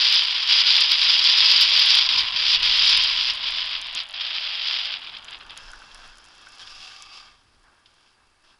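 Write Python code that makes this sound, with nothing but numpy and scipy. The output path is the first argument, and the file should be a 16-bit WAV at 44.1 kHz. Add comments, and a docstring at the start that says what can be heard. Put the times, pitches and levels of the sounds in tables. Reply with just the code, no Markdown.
"""On a packed-snow slope, heard through a small camera worn by the skier, skis at body distance.
First the steel edges scrape the crust in a dense stream of breaking grains, with a ringing ski,
ice crumbs ticking on the camera case and wind noise at the microphone. The grains thin to a crunch,
over the low rush of a braking turn. From about 5 s the bases hiss softly over the snow; light gear
knocks, a ringing sideways skid and a few short brushes follow as the skier comes to a stop."""
import sys
import numpy as np
from scipy import signal
from scipy.fft import rfft, irfft
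from scipy.io import wavfile

SR = 44100
rng = np.random.default_rng(int(sys.argv[2]) if len(sys.argv) > 2 else 0)


def persist_wave(psi):
    """Save psi, clipped to +-1, as 16-bit WAV."""
    counts = np.round(np.clip(psi, -1, 1) * 32767).astype(np.int16)
    wavfile.write(sys.argv[1], SR, np.atleast_2d(counts).T)


N = 378819
TIME = np.arange(N) / SR   # s


def from_db(db):
    """Decibels to amplitude gain."""
    return 10 ** (np.asarray(db) / 20)


def rms_one(x):
    """Scale to unit power."""
    return x / np.sqrt(np.mean(x ** 2) + 1e-20)


def in_time(rows):
    """Each column of a curve, interpolated at every sample."""
    s, *columns = np.transpose(rows)
    return [np.interp(TIME, s, c) for c in columns]


def drift(rate_hz):
    """Slow chance with spread 1: noise twice through a one-pole low-pass."""
    step, settle = 40, 2000   # samples per slow step; slow steps dropped while the filter settles
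    r = np.exp(-2 * np.pi * rate_hz * step / SR)
    noise = rng.standard_normal(N // step + settle + 2)
    slow = signal.lfilter([1], [1, -2 * r, r * r], noise)[settle:]
    return np.interp(np.arange(N) / step, np.arange(len(slow)), rms_one(slow))


def band(x, low_hz, high_hz, order=2):
    """Butterworth band-pass."""
    edges_hz = [low_hz, min(high_hz, SR / 2 - 1)]
    return signal.sosfilt(signal.butter(order, edges_hz, "band", fs=SR, output="sos"), x)


def below(x, hz, order):
    """Butterworth low-pass run both ways, so that x minus the result is the treble."""
    return signal.sosfiltfilt(signal.butter(order, hz, fs=SR, output="sos"), x)


def resonate(x, hz, width_hz):
    """A two-pole resonance with gain 1 on top."""
    r = np.exp(-np.pi * width_hz / SR)
    zeros = np.array([1, 0, -1]) * (1 - r * r) / 2
    poles = [1, -2 * r * np.cos(2 * np.pi * hz / SR), r * r]
    return signal.lfilter(zeros, poles, x + 1e-18)


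def colour(x, spectrum, size=2048):
    """Causal (minimum-phase) filter with the given spectrum, made by folding its cepstrum."""
    hz, db = np.transpose(spectrum)
    grid_hz = np.maximum(np.arange(size // 2 + 1) * SR / size, 1)
    gain = from_db(np.interp(np.log(grid_hz), np.log(hz), db))
    cepstrum = irfft(np.log(gain))
    cepstrum[1:size // 2] *= 2
    cepstrum[size // 2 + 1:] = 0
    impulse = irfft(np.exp(rfft(cepstrum)))
    return signal.fftconvolve(x, impulse)[:len(x)]


def grains(per_s, spread_db):
    """Snow grains breaking at random moments with uneven sizes; unit power at any rate."""
    chance = np.clip(per_s / SR, 1e-4, 1)   # of a grain at each sample
    sizes_db = spread_db * np.clip(rng.standard_normal(N), -2, 2)
    sizes = from_db(sizes_db) * rng.choice([-1, 1], N)
    return rms_one((rng.random(N) < chance) * sizes / np.sqrt(chance))


def bursts(events, shape, decay_s, size=4096):
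    """Each event is a dying puff of noise, coloured by shape and set to its peak level."""
    out, age_s = np.zeros(N + size), np.arange(size) / SR
    for s, db in events:
        puff = shape(rng.standard_normal(size) * np.exp(-age_s / decay_s))
        start = round(s * SR)
        out[start:start + size] += from_db(db) * puff / np.abs(puff).max()
    return out[:N]


def swell(s, length_s, attack_s, release_s):
    """Rises from 0 to 1 at s, holds, and falls back once its length is over."""
    rise = np.clip((TIME - s) / attack_s, 0, 1)
    fall = np.clip(1 - (TIME - s - length_s) / release_s, 0, 1)
    return rise * fall


def with_swells(steady_db, events, attack_s, release_s):
    """Two steady levels in dB, with the power of each event added to them."""
    power = from_db(steady_db) ** 2
    for s, length_s, *db in events:
        power = power + (from_db(db)[:, None] * swell(s, length_s, attack_s, release_s)) ** 2
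    return 10 * np.log10(power)


# how hard the edges bite as the run slows, before the eases: t/s, level/dB
BITE = [(0.0, -18), (0.75, -16.5), (1.15, -17.5), (1.4, -16), (1.98, -16), (2.05, -21), (2.55, -16),
        (2.7, -19), (2.93, -16), (3.1, -21.5), (3.3, -22), (3.7, -27), (4.55, -28), (4.72, -24),
        (4.95, -28.5), (4.99, -38), (5.6, -41.5)]
# the skis go light over a bump or between turns: t/s, length/s, loss of bite/dB
EASES = [(0.194, 0.29, 5.5), (0.619, 0.033, 5.5), (0.844, 0.043, 5), (0.937, 0.071, 3.5),
         (1.147, 0.0824, 2), (1.64, 0.077, 3), (2.07, 0.012, 12.5), (2.208, 0.17, 4.5),
         (2.293, 0.021, 10.5), (2.33, 0.022, 6.5), (2.36, 0.16, 3), (2.552, 0.066, 7.5), (3.307, 0.12, 6),
         (3.773, 0.175, 6), (4.018, 0.113, 13.5), (4.13, 0.061, 5), (5.166, 0.1, 8.5), (5.36, 0.036, 14.5),
         (5.415, 0.072, 14), (5.52, 0.038, 11)]


def edge_bite():
    """The bite in dB: it follows the run and drops whenever the skis go light."""
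    bite_db, = in_time(BITE)
    for s, length_s, loss_db in EASES:
        # the edge lets go slowly and catches quickly
        bite_db = bite_db - loss_db * swell(s, length_s, attack_s=0.026, release_s=0.014)
    return bite_db


# colour of breaking crust: f/Hz, relative level per Hz/dB
SCRAPE_COLOUR = [(100, -34), (470, -34.5), (700, -27), (920, -18), (1900, -11.5), (2600, -3.5), (3300, 2.5),
                 (4300, -3.5), (4900, 0), (5500, -10), (6150, -28), (7600, -40), (10800, -50), (11600, -78)]


def scrape(bite_db):
    """The harder the edges bite, the more grains break each second and the brighter they sound."""
    slack_db = np.clip(-15.5 - bite_db, 0, 30)
    per_s = 8000 * from_db(-.48 * slack_db)
    chatter_db = (0.8 + 0.06 * slack_db) * drift(130)   # the skis judder over fine ridges
    crust = rms_one(grains(per_s, spread_db=6.0) + 0.31 * rng.standard_normal(N))
    sound = colour(crust, SCRAPE_COLOUR)
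    case = 0.13 * resonate(sound, 3280, 130) + 0.42 * resonate(sound, 4900, 220)
    case = case + 0.78 * resonate(sound, 240, 60)
    sound = rms_one(sound + case)
    dull = below(sound, 3900, order=3)
    treble = sound - dull
    icy_db = 0.8 * drift(40) + 1.43 - 0.31 * slack_db   # icy patches tip the balance to the treble
    sound = from_db(-.5 * icy_db) * dull + from_db(2.3 * icy_db) * treble
    lift_off = np.interp(TIME, [5.52, 5.64], [1, 0])   # the edges let go as the skis run flat
    return lift_off * from_db(bite_db + chatter_db) * sound


# a ski singing along with its edge: t/s, level/dB before the ring fades out
SKI_RING = [(0.0, -49), (1.0, -48.5), (1.5, -43), (1.95, -49.5), (2.17, -39.5), (2.4, -47), (2.9, -45),
            (3.85, -51.5)]


def ski_ring():
    """Friction keeps one mode of the ski ringing while the speed is high."""
    level_db, = in_time(SKI_RING)
    fast = np.interp(TIME, [3.8, 4.1], [1, 0])
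    friction = band(rng.standard_normal(N), 720, 1400)
    return fast * from_db(level_db) * rms_one(resonate(friction, 1020, 75))


def plough():
    """Loose snow pushed aside in the braking turn gives a low rush."""
    push = np.interp(TIME, [3.2, 4.1, 4.2, 4.9, 5.05], [0.56, 0.59, 0.68, 0.81, 0.02])
    rush = band(rng.standard_normal(N), 572, 2200, order=7)
    return push * from_db(-46.5) * rms_one(rush + 0.24 * resonate(rush, 620, 140))


# bases gliding on loose snow, before trims: t/s, low rush level/dB, bright hiss level/dB
GLIDE = [(5.65, -51.5, -48), (5.8, -54, -52.5), (6.02, -52.5, -49.5), (6.2, -57.5, -55.5),
         (6.52, -57.5, -52), (6.85, -55, -41.5), (7.08, -61, -49.5), (7.24, -59, -51), (7.44, -71, -68.5),
         (8.59, -74.5, -79)]
# short brushes of a ski shifting on the snow, before trims:
# t/s, length/s, low rush level/dB, bright hiss level/dB
BRUSHES = [(6.587, 0.018, -53, -41.5), (7.122, 0.056, -60, -47), (7.631, 0.15, -64, -74),
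           (7.852, 0.26, -70, -64), (8.166, 0.07, -66.5, -82), (8.435, 0.083, -64.5, -60.5)]
# colour of the gliding snow: f/Hz, relative level per Hz/dB
GLIDE_COLOUR = [(150, -11), (300, -10), (500, -9.5), (1000, -0.5), (1500, -0.5), (2000, -6), (3400, 3.5),
                (4200, -0.5), (5200, 6), (6200, -7.5), (7200, -10), (8500, -19), (10800, -18), (11600, -43)]
# resonances of the camera case: f/Hz, width/Hz, mean lift/dB
CASE = [(1630, 180, 5.5), (2680, 110, 8.5), (3220, 220, 5), (5130, 390, 0), (7900, 130, -6)]


def glide():
    """Finely grained friction of the bases gives a soft rush and hiss, coloured by the case."""
    rush_db, hiss_db = with_swells(in_time(GLIDE), BRUSHES, attack_s=0.01, release_s=0.061)
    per_s = 9000 * from_db(2.7 * drift(15))
    bare = colour(grains(per_s, spread_db=6.0), GLIDE_COLOUR)
    snow = bare
    for hz, width_hz, lift_db in CASE:
        lift = from_db(lift_db + 2.2 * drift(10.0)) - 1
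        snow = snow + lift * resonate(bare, hz, width_hz)
    rush = below(snow, 2050, order=4)
    hiss = snow - rush
    flat = np.interp(TIME, [5.52, 5.62], [.3, 1])   # share of the treble that comes from the flat bases
    # each level is set by the power in the middle of its band
    rush = from_db(rush_db - 0.3) * rush / np.std(band(rush, 700, 1650))
    hiss = flat * from_db(hiss_db - 1.8) * hiss / np.std(band(hiss, 2500, 5660))
    onset = np.interp(TIME, [4.7, 5.0], [0.039, 1])
    return onset * from_db(1.0 * drift(45)) * (rush + hiss)


# modes of a ski skidding sideways in the stop: f/Hz, width/Hz, mean relative level/dB
SKID_MODES = [(770, 92, -4.5), (1180, 130, 1), (1640, 120, -9.5), (2240, 150, -4.5), (2620, 130, -2.5),
              (4730, 140, 0)]


def skid():
    """Turned across the slope for the stop, the skis are rubbed into ringing; faint before that."""
    sideways = np.interp(TIME, [6.2, 6.6, 6.85, 7.2, 7.38], [0.18, 0.39, 1, 0.87, 0.08])
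    rub = grains(4000, spread_db=8.0)
    ringing = 0
    for hz, width_hz, db in SKID_MODES:
        mode = resonate(resonate(rub, hz, width_hz), hz, width_hz)
        ringing = ringing + from_db(db + 1.8 * drift(6)) * mode
    return sideways * from_db(-50) * rms_one(ringing)


# light knocks of skis and bindings: t/s, peak level/dB before a common trim
KNOCKS = [(5.4094, -38), (5.462, -45), (5.733, -27), (5.819, -32), (6.0327, -40), (6.469, -33)]
# modes of the knocked gear: f/Hz, relative level/dB, time to fall 60 dB/s
KNOCK_MODES = [(1090, -12, .03), (1360, 6, 0.027), (1510, 6, 0.016), (1720, -7, .025), (2730, -16, .02),
               (3330, -10, .015)]


def knocks():
    """Skis and bindings rap dully on bumps, ringing in short modes; one jolt thumps the camera mount."""
    def gear(x):
        """Sum of the modes, each with the bandwidth that gives its decay."""
        x = band(x, 800, 3500)
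        return sum(from_db(db) * resonate(x, hz, np.log(1000) / (np.pi * t60_s))
                   for hz, db, t60_s in KNOCK_MODES)

    raps = bursts(KNOCKS, gear, decay_s=0.0034)
    thump = bursts([(3.950, -45)], lambda x: band(x, 110, 430), decay_s=0.0081)   # t/s, peak/dB
    return from_db(-2.5) * raps + thump


# single lumps of crust giving way: t/s, peak level/dB before a common trim
CRUNCHES = [(2.0892, 0), (2.36, -7.5), (4.1395, -17), (4.2088, -9.5), (5.0454, -23), (5.1674, -17.5),
            (5.4106, -35), (5.4964, -26), (5.5737, -31), (5.914, -33), (6.6727, -26), (7.859, -36)]


def crunches():
    """Lumps of crust collapse, each a short burst of noise in the colour of the crust."""
    lumps = bursts(CRUNCHES, lambda x: band(colour(x, SCRAPE_COLOUR), 930, 8000), decay_s=0.0059)
    return from_db(-5.5) * lumps


# the bigger ice crumbs hitting the case: t/s, peak level/dB
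CRUMBS = [(0.1424, -26), (0.8071, -22), (1.6184, -25), (1.86, -23), (1.9542, -20), (2.8978, -24),
          (2.9736, -21), (3.039, -23.5), (3.815, -25), (3.95, -18.5), (4.0894, -37), (4.109, -34),
                   (5.245, -34), (5.3093, -38), (5.575, -27.5), (5.7166, -33), (5.946, -33.5),
          (7.0232, -28.5)]
# colour of ice on the case: f/Hz, relative level per Hz/dB
CRUMB_COLOUR = [(500, -33.5), (3000, -14), (5500, -0.5), (7000, -1.5), (8500, -8), (10800, -3),
                (11500, -37)]


def crumbs(bite_db):
    """Ice ticks on the case: a few big crumbs, and a fine spray whose level also follows the bite."""
    big = bursts(CRUMBS, lambda x: colour(x, CRUMB_COLOUR), decay_s=0.0011)
    spray = rms_one(colour(grains(per_s=90, spread_db=7.0), CRUMB_COLOUR))
    # the spray dips around 4.3 s, recovers, and dies down towards the stop
    spray_db = np.interp(TIME, [3.4, 4.3, 6.3, 7.4], [0.5, -8.0, -0.5, -19.5])
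    return big + from_db(-55 + spray_db + 0.18 * bite_db) * spray


# steady airflow over the microphone: t/s, reference level/dB
AIRFLOW = [(0.0, -65.5), (2.0, -63), (2.8, -51.5), (3.5, -60), (4.1, -68), (6.8, -69), (8.59, -75.5)]
# gusts: t/s, length/s, slow buffet level/dB, rumble level/dB
GUSTS = [(2.097, 0.14, -65, -53), (2.558, 0.11, -44, -53), (3.763, 0.13, -55, -75),
         (5.356, 0.084, -52, -63), (5.617, 0.16, -47, -75), (5.892, 0.25, -54, -83), (6.66, 0.13, -53, -73)]
# still air over the slope, with microphone hiss: f/Hz, relative level per Hz/dB
AIR = [(60, -0.5), (160, -8.5), (250, -0.5), (360, 0.5), (470, -6.5), (1000, 2), (2100, -4), (5000, -4.5),
       (6500, -13), (10800, -11.5), (11600, -42)]


def wind():
    """Slow buffets and a lumpy rumble of eddies at the microphone port, over still air."""
    flow_db, = in_time(AIRFLOW)
    steady_db = [flow_db + 4.0, flow_db - 1.5]   # buffets, rumble
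    buffet_db, rumble_db = with_swells(steady_db, GUSTS, attack_s=0.017, release_s=0.071)
    buffets = from_db(buffet_db) * rms_one(band(rng.standard_normal(N), 6.4, 32, order=3))
    low_eddies = rms_one(band(rng.standard_normal(N), 36, 100))
    high_eddies = rms_one(band(rng.standard_normal(N), 130, 420))
    eddies = low_eddies + from_db(-4.0) * high_eddies
    rumble = from_db(rumble_db + 1.8 * drift(11.3)) * eddies
    air = from_db(-66.5) * rms_one(colour(rng.standard_normal(N), AIR))
    return buffets + rumble + air


def scene():
    """Skis, snow and wind heard from the skier's body."""
    bite_db = edge_bite()
    skis = scrape(bite_db) + ski_ring() + plough() + glide() + skid() + knocks() + crunches()
    return (skis + crumbs(bite_db) + wind())[None]


def record(dry):
    """The camera's microphone channel: the highest peaks are clipped and the top is cut."""
    clipped = np.clip(dry, -.74, .74)
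    top_cut = signal.ellip(10, .1, 80, 15800, fs=SR, output="sos")   # low-pass, Hz
    return signal.sosfilt(top_cut, clipped)


dry = scene()
out = record(dry)
persist_wave(out)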